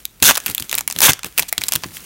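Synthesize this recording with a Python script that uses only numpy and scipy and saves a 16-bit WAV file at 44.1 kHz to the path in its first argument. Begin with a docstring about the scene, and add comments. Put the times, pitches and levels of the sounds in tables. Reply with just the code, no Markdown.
"""At a table in a small room, close to a small microphone, two hands rip a foil card wrapper open in two
pulls and peel it off the cards. Each fold that buckles gives a snap of a millisecond or two; the tearing
seam is a dense run of such snaps. Foil slides and crackles in between, the hands bump the pack,
the table and the room answer, and the loudest peaks overload the recorder."""
import sys
import numpy as np
from scipy import signal
from scipy.fft import rfft, irfft
from scipy.io import wavfile
from scipy.ndimage import uniform_filter1d

SR = 44100
rng = np.random.default_rng(int(sys.argv[2]) if len(sys.argv) > 2 else 0)


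def wav_out(sig):
    """Save sig, one row per channel (or a flat mono array), as 16-bit PCM at SR to the path in sys.argv[1]."""
    wavfile.write(sys.argv[1], SR, np.round(np.clip(np.atleast_2d(sig).T, -1, 1) * 32767).astype(np.int16))


N = 90404
TIME_S = np.arange(N) / SR
TOP_HZ = 15900  # upper limit of the recorder


def undb(db):
    return 10 ** (np.asarray(db) / 20)


def unit(x):
    return x / np.sqrt(np.mean(x ** 2) + 1e-18)


def one_ms(x):
    """Scale a burst to the energy of one millisecond at rms 1."""
    return x / np.sqrt(np.sum(x ** 2) / (SR / 1000))


def band(x, lo_hz, hi_hz, order=2):
    edges_hz = [lo_hz, min(hi_hz, SR / 2 - 100)]
    return signal.sosfilt(signal.butter(order, edges_hz, "band", fs=SR, output="sos"), x)


def colour(x, points):
    """Shape a sound by (Hz, dB) points, rolling off below the first; rms 1."""
    hz, db = np.array(points).T
    f = np.maximum(np.arange(N // 2 + 1) * SR / N, 1)
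    gain = undb(np.interp(np.log(f), np.log(hz), db)) * np.minimum(f / hz[0], 1) ** 2
    return unit(irfft(rfft(x) * gain, N))


def curve(rows, column=1):
    """Gain over time from a column of dB points, silent outside them."""
    times, db = np.array(rows).T[[0, column]]
    return undb(np.interp(TIME_S, times, db)) * (TIME_S >= times[0]) * (TIME_S <= times[-1])


def add(out, start_s, x):
    i = max(int(start_s * SR), 0)
    out[i:i + len(x)] += x[:max(N - i, 0)]


def crackle(per_s, scatter_db, steady_samples, decay_s=0.00086, band_scatter_db=4):
    """Tiny foil snaps, each of its own size and colour, their level evened out over `steady_samples`."""
    hits = rng.random(N) < per_s / SR
    strength = hits * undb(scatter_db * np.minimum(rng.exponential(size=N), 4))
    edges_hz = [60, *np.geomspace(1200, 20000, 7)]
    out = 0
    for lo_hz, hi_hz in zip(edges_hz, edges_hz[1:]):
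        kicks = strength * undb(band_scatter_db * rng.standard_normal(N))
        power = signal.lfilter([1], [1, -np.exp(-2 / (decay_s * SR))], kicks ** 2)
        envelope = np.sqrt(power / (uniform_filter1d(power, size=steady_samples) + 1e-9))
        out = out + band(envelope * rng.standard_normal(N), lo_hz, hi_hz)
    return out


# Spectrum of the background at the microphone: frequency_hz, level_db
ROOM_TONE = [(50, 0.5), (150, -10), (500, -20), (16000, -43)]


def room_tone(level_db=-54):
    """A faint, steady low noise under everything."""
    return undb(level_db) * colour(rng.standard_normal(N), ROOM_TONE)


# Foil sliding on cards and fingers, close to the microphone: time_s, level_db
SLIDE_LEVELS = [(0, -42), (.08, -48.5), (.19, -48), (.28, -21), (.38, -41), (.445, -37), (.492, -25),
                (.55, -41), (.645, -35.5), (.68, -42.5), (.715, -33), (.78, -31.5), (.835, -44.5),
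                (.868, -52), (.89, -36), (.945, -39.5), (.995, -29.5), (1.11, -26), (1.205, -87),
                (1.262, -28), (1.295, -42.5), (1.36, -43), (1.395, -24.5), (1.45, -44), (1.565, -43.5),
                (1.65, -31.5), (1.705, -38.5), (1.735, -29), (1.795, -41.5), (1.845, -35.5), (1.89, -39.5),
                (2.05, -37)]
# Spectrum of the sliding foil: frequency_hz, level_db
SLIDE_SPECTRUM = [(120, -6.5), (200, 3.5), (623, -7.5), (1300, -3.5), (2800, -3), (4200, -6), (5840, -5),
                  (16000, -3.3)]


def sliding(crackle_db=4, hiss_db=-4.5):
    """Foil rubs along with a hiss, crackling more the harder it is pressed."""
    pressure = curve(SLIDE_LEVELS)
    ticks = colour(crackle(per_s=750, scatter_db=4.5, steady_samples=1800), SLIDE_SPECTRUM)
    hiss = colour(rng.standard_normal(N), SLIDE_SPECTRUM)
    tick_gain = undb(crackle_db) * np.sqrt(pressure / pressure.max())
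    return pressure * (tick_gain * ticks + undb(hiss_db) * hiss)


# Folds buckling, heard up close: start_s, mid_level_db, low_re_mid_db, treble_re_mid_db, ring_hz
FOLD_SNAPS = [(0.0536, -19.5, -21.5, 8, 6060), (0.2014, -33.5, -12, -2, 4500),
              (0.2248, 0.5, -13.5, 2.5, 3880), (0.3091, 2.5, -8, -6, 2760), (0.3539, -12.5, -15, -1, 3670),
              (0.359, -13, -5, -4, 5700), (0.372, -12.5, -3.5, 3, 1580), (0.377, -11, -3.5, 1.5, 6030),
              (0.402, -23.5, -7, -3, 6460), (0.4614, -12.5, -9.5, 3, 4470), (0.4656, -14.5, -5.5, 5, 2680),
              (0.4805, -20, -23, -6, 2580), (0.4994, -21, -3, 5.5, 4290), (0.5485, -13.5, -15.5, 8, 3500),
              (0.5801, -18, -8, 7, 2730), (0.5987, -19.5, -8, 1.5, 4450), (0.6238, -18.5, -18, -1, 3180),
              (0.6946, -16.5, -23, -6, 6600), (0.7139, -15, -38, -2, 3560), (0.728, -10.5, -5, -2, 2620),
              (0.7426, -11.5, -9.5, -14, 3770), (0.7518, -14, -30, 9.5, 2440), (0.7795, -12, -11, -7, 2400),
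              (0.784, -13, -14, 6, 3760), (0.791, -17.5, -13, 1, 2370), (0.8086, -16, -6.5, 0.5, 6360),
              (0.877, -11.5, -9.5, 7, 6900), (0.9007, -19, -6, 1, 6100), (0.9109, -14.5, -19, -19, 8250),
              (0.925, -19, -14, 1.5, 5400), (0.9625, -17.5, -8, -4, 3340), (0.9878, -9.5, -11.5, 0.5, 6050),
              (1.005, -5, -9.5, 3, 5460), (1.0175, -6, -2, 10.5, 2800), (1.0219, -7, -28, -8, 6050),
              (1.1196, -12, -22, -13, 6200), (1.1332, -8.5, -13, -3.5, 5760),
              (1.1921, -27, -1.5, 0.5, 3280), (1.2326, -17.5, -9.5, -12, 2480),
              (1.245, -15, -3.5, -3, 2420), (1.3785, -5.5, -11, -0.5, 2700),
              (1.3842, -4.5, -9.5, 3.5, 2560), (1.394, -3, -11.5, -1.5, 2410),
              (1.3983, -12.5, -14, 9.5, 7760), (1.4241, -14.5, -11, -10, 3360), (1.4306, -21, -5, -2, 3380),
              (1.5268, -7, -16.5, 4, 2100), (1.5797, -5.5, -11, -6.5, 3590), (1.612, -21.5, -8, -2, 5260),
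              (1.617, -13, -11, -11, 2320), (1.6373, -9.5, -23, -3, 3960), (1.6839, -10, -25, 1.5, 7400),
              (1.688, -13.5, -9.5, 3, 6700), (1.7217, -6.5, -13, 0.5, 6170), (1.731, -15.5, -8, -7, 3070),
              (1.7357, -10.5, -12, 2, 5850), (1.7542, -12, -11.5, 3.5, 4030), (1.7591, -6, -13, 0, 3400),
              (1.8362, -18, 0.5, -8, 5750), (1.842, -21.5, 2.5, -22, 4420), (1.9691, -24, -4, -1, 3340)]
# Whole panels of foil flipping over: start_s, level_db, pitch_hz
PANEL_POPS = [(0.0532, -17.5, 3720), (0.3093, -5.5, 946), (0.5801, -11, 3500), (0.877, -16, 2220),
              (1.5263, -16, 740)]


def folds(low_decay_s=0.0025, mid_decay_s=0.0016, treble_decay_s=0.0011, pop_decay_s=0.0012):
    """A buckling fold snaps in three ranges and briefly rings its facet; a flipping panel pops."""
    out, t = np.zeros(N), np.arange(SR // 50) / SR

    def ring(hz, decay_s):
        return one_ms(band(np.sin(2 * np.pi * hz * t) * np.exp(-t / decay_s), hz / 2, hz * 2))

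    for start_s, db, low_db, treble_db, hz in FOLD_SNAPS:
        noise = np.sign(rng.standard_normal((3, len(t))))
        low = one_ms(band(noise[0] * np.exp(-t / low_decay_s), 596, 2220))
        mid = one_ms(band(noise[1] * np.exp(-t / mid_decay_s), 2220, 8230, order=3))
        treble = one_ms(band(noise[2] * np.exp(-t / treble_decay_s), 8230, TOP_HZ + 1000, order=3))
        facet = one_ms(mid + 1.05 * ring(hz, decay_s=2.2 / hz))
        add(out, start_s, undb(db) * (undb(low_db) * low + facet + undb(treble_db) * treble))
    for start_s, db, hz in PANEL_POPS:
        add(out, start_s, undb(db) * ring(hz, pop_decay_s))
    return out


# Hands bumping and flexing the pack near the microphone: start_s, level_db, decay_s
HAND_BUMPS = [(0.221, -16, 0.011), (0.292, -24.5, 0.014), (0.485, -30, 0.02), (0.601, -35.5, 0.024),
              (.727, -48.5, 0.23), (.953, -36, 0.041), (1.015, -37, 0.056), (1.089, -15, 0.013),
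              (1.242, -31.5, 0.016), (1.387, -34, 0.027), (1.577, -34.5, 0.021), (1.75, -31, 0.023),
              (1.834, -39, 0.076), (1.856, -27.5, 0.0043)]
# The low ranges of a thud: low_hz, high_hz, level_db
THUD_BANDS = [(52.6, 110, -3), (96, 188, -1), (207, 384, -4)]


def bumps(attack_s=0.003):
    """Hands knock the pack: dull thuds of low noise that rise fast and die away."""
    power, thud = 0, 0
    for start_s, db, decay_s in HAND_BUMPS:
        age = np.maximum(TIME_S - start_s, 0)
        rise = np.minimum(age / attack_s, 1)
        fall = np.exp(-np.maximum(age - attack_s, 0) / decay_s)
        power = power + (undb(db) * rise * fall) ** 2
    for lo_hz, hi_hz, db in THUD_BANDS:
        rumble = band(rng.standard_normal(N), lo_hz, hi_hz)
        local_rms = np.sqrt(uniform_filter1d(np.abs(signal.hilbert(rumble)) ** 2 / 2, size=500))
        thud = thud + undb(db) * rumble / local_rms
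    return band(np.sqrt(power) * thud, 55, 1000)


# The seam tearing at close range, one list for each pull: time_s, treble_db, body_db
PULLS = [
    [(.2235, -63, -47), (.226, -4.5, -10.5), (.236, -8, -17), (.246, -12, -30), (.251, -4, -18.5),
     (.275, -5.5, -21), (.294, -4.5, -5.5), (.302, -3, -11), (.307, -19, -21), (.319, -20, -29),
     (.324, -22, -40)],
    [(1.026, -12, -29), (1.029, -5, -15.5), (1.069, -5, -12), (1.077, -16, -27), (1.083, -16, -12),
     (1.097, -5, -9.5), (1.108, -14, -18), (1.114, -32, -40)],
]
# Spectrum of the seam's snaps: frequency_hz, level_db
SEAM_SPECTRUM = [(88, -35), (150, -5), (376, -5), (1560, -1), (2810, 0), (4860, -7), (14500, -3.5),
                 (16000, -4.5)]
# Resonances of the taut wrapper: centre_hz, width_hz, gain
WRAPPER_MODES = [(1030, 210, 0.69), (1570, 190, 0.82), (3550, 270, 0.71), (6240, 820, 1)]


def rips(split_hz=3280):
    """The seam gives way in dense snaps that ring the taut wrapper; body and treble swell separately."""
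    snaps = colour(crackle(per_s=1400, scatter_db=3, steady_samples=300), SEAM_SPECTRUM)
    ringing = sum(gain * band(snaps, hz - width / 2, hz + width / 2, order=1)
                  for hz, width, gain in WRAPPER_MODES)
    tear = snaps + ringing
    body = unit(band(tear, 207, split_hz, order=3))
    treble = unit(band(tear, split_hz, TOP_HZ + 1000, order=3))
    return sum(treble * curve(pull, column=1) + body * curve(pull, column=2) for pull in PULLS)


# The foil's edge scraping, close by: start_s, length_s, level_db
EDGE_SCRAPES = [(0.343, 0.0064, -24), (0.511, 0.0081, -25), (0.602, 0.0053, -22), (1.481, 0.018, -25),
                (1.922, 0.076, -35)]


def scrapes():
    """The edge of the foil scrapes in short swells of bright hiss."""
    hiss = unit(band(rng.standard_normal(N), 3700, TOP_HZ, order=1))
    out = np.zeros(N)
    for start_s, length_s, db in EDGE_SCRAPES:
        progress = np.clip((TIME_S - start_s) / length_s, 0, 1)
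        out += undb(db) * hiss * np.sin(np.pi * progress)
    return out


def room(x, delay_s=0.0075, table_decay_s=0.0018, table_db=-23, t60_s=0.32, tail_db=-26):
    """The microphone hears the direct sound, a scattered echo off the table and the room's short tail."""
    t = np.arange(SR // 2) / SR
    age = np.maximum(t - delay_s, 0)
    noise = rng.standard_normal((2, len(t))) * (t > delay_s)
    table = band(noise[0] * np.exp(-age / table_decay_s), 160, 7200, order=1)
    tail = band(noise[1] * undb(-60 * age / t60_s), 160, 7200, order=1)
    echo = (undb(table_db) * unit(table) + undb(tail_db) * unit(tail)) / np.sqrt(len(t))
    return x + signal.fftconvolve(x, echo)[:N]


def scene():
    """The wrapper and the hands in the small room, on one channel."""
    background = room_tone()
    handling = folds() + rips() + sliding() + scrapes() + bumps()
    return (background + room(handling))[None]


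def record(dry):
    """The recorder flattens the loudest peaks and cuts the top."""
    ceiling = 0.8
    flattened = dry / (1 + (dry / ceiling) ** 4) ** (1 / 4)
    return signal.sosfilt(signal.ellip(8, .2, 70, TOP_HZ, fs=SR, output="sos"), flattened)


dry = scene()
out = record(dry)
wav_out(out)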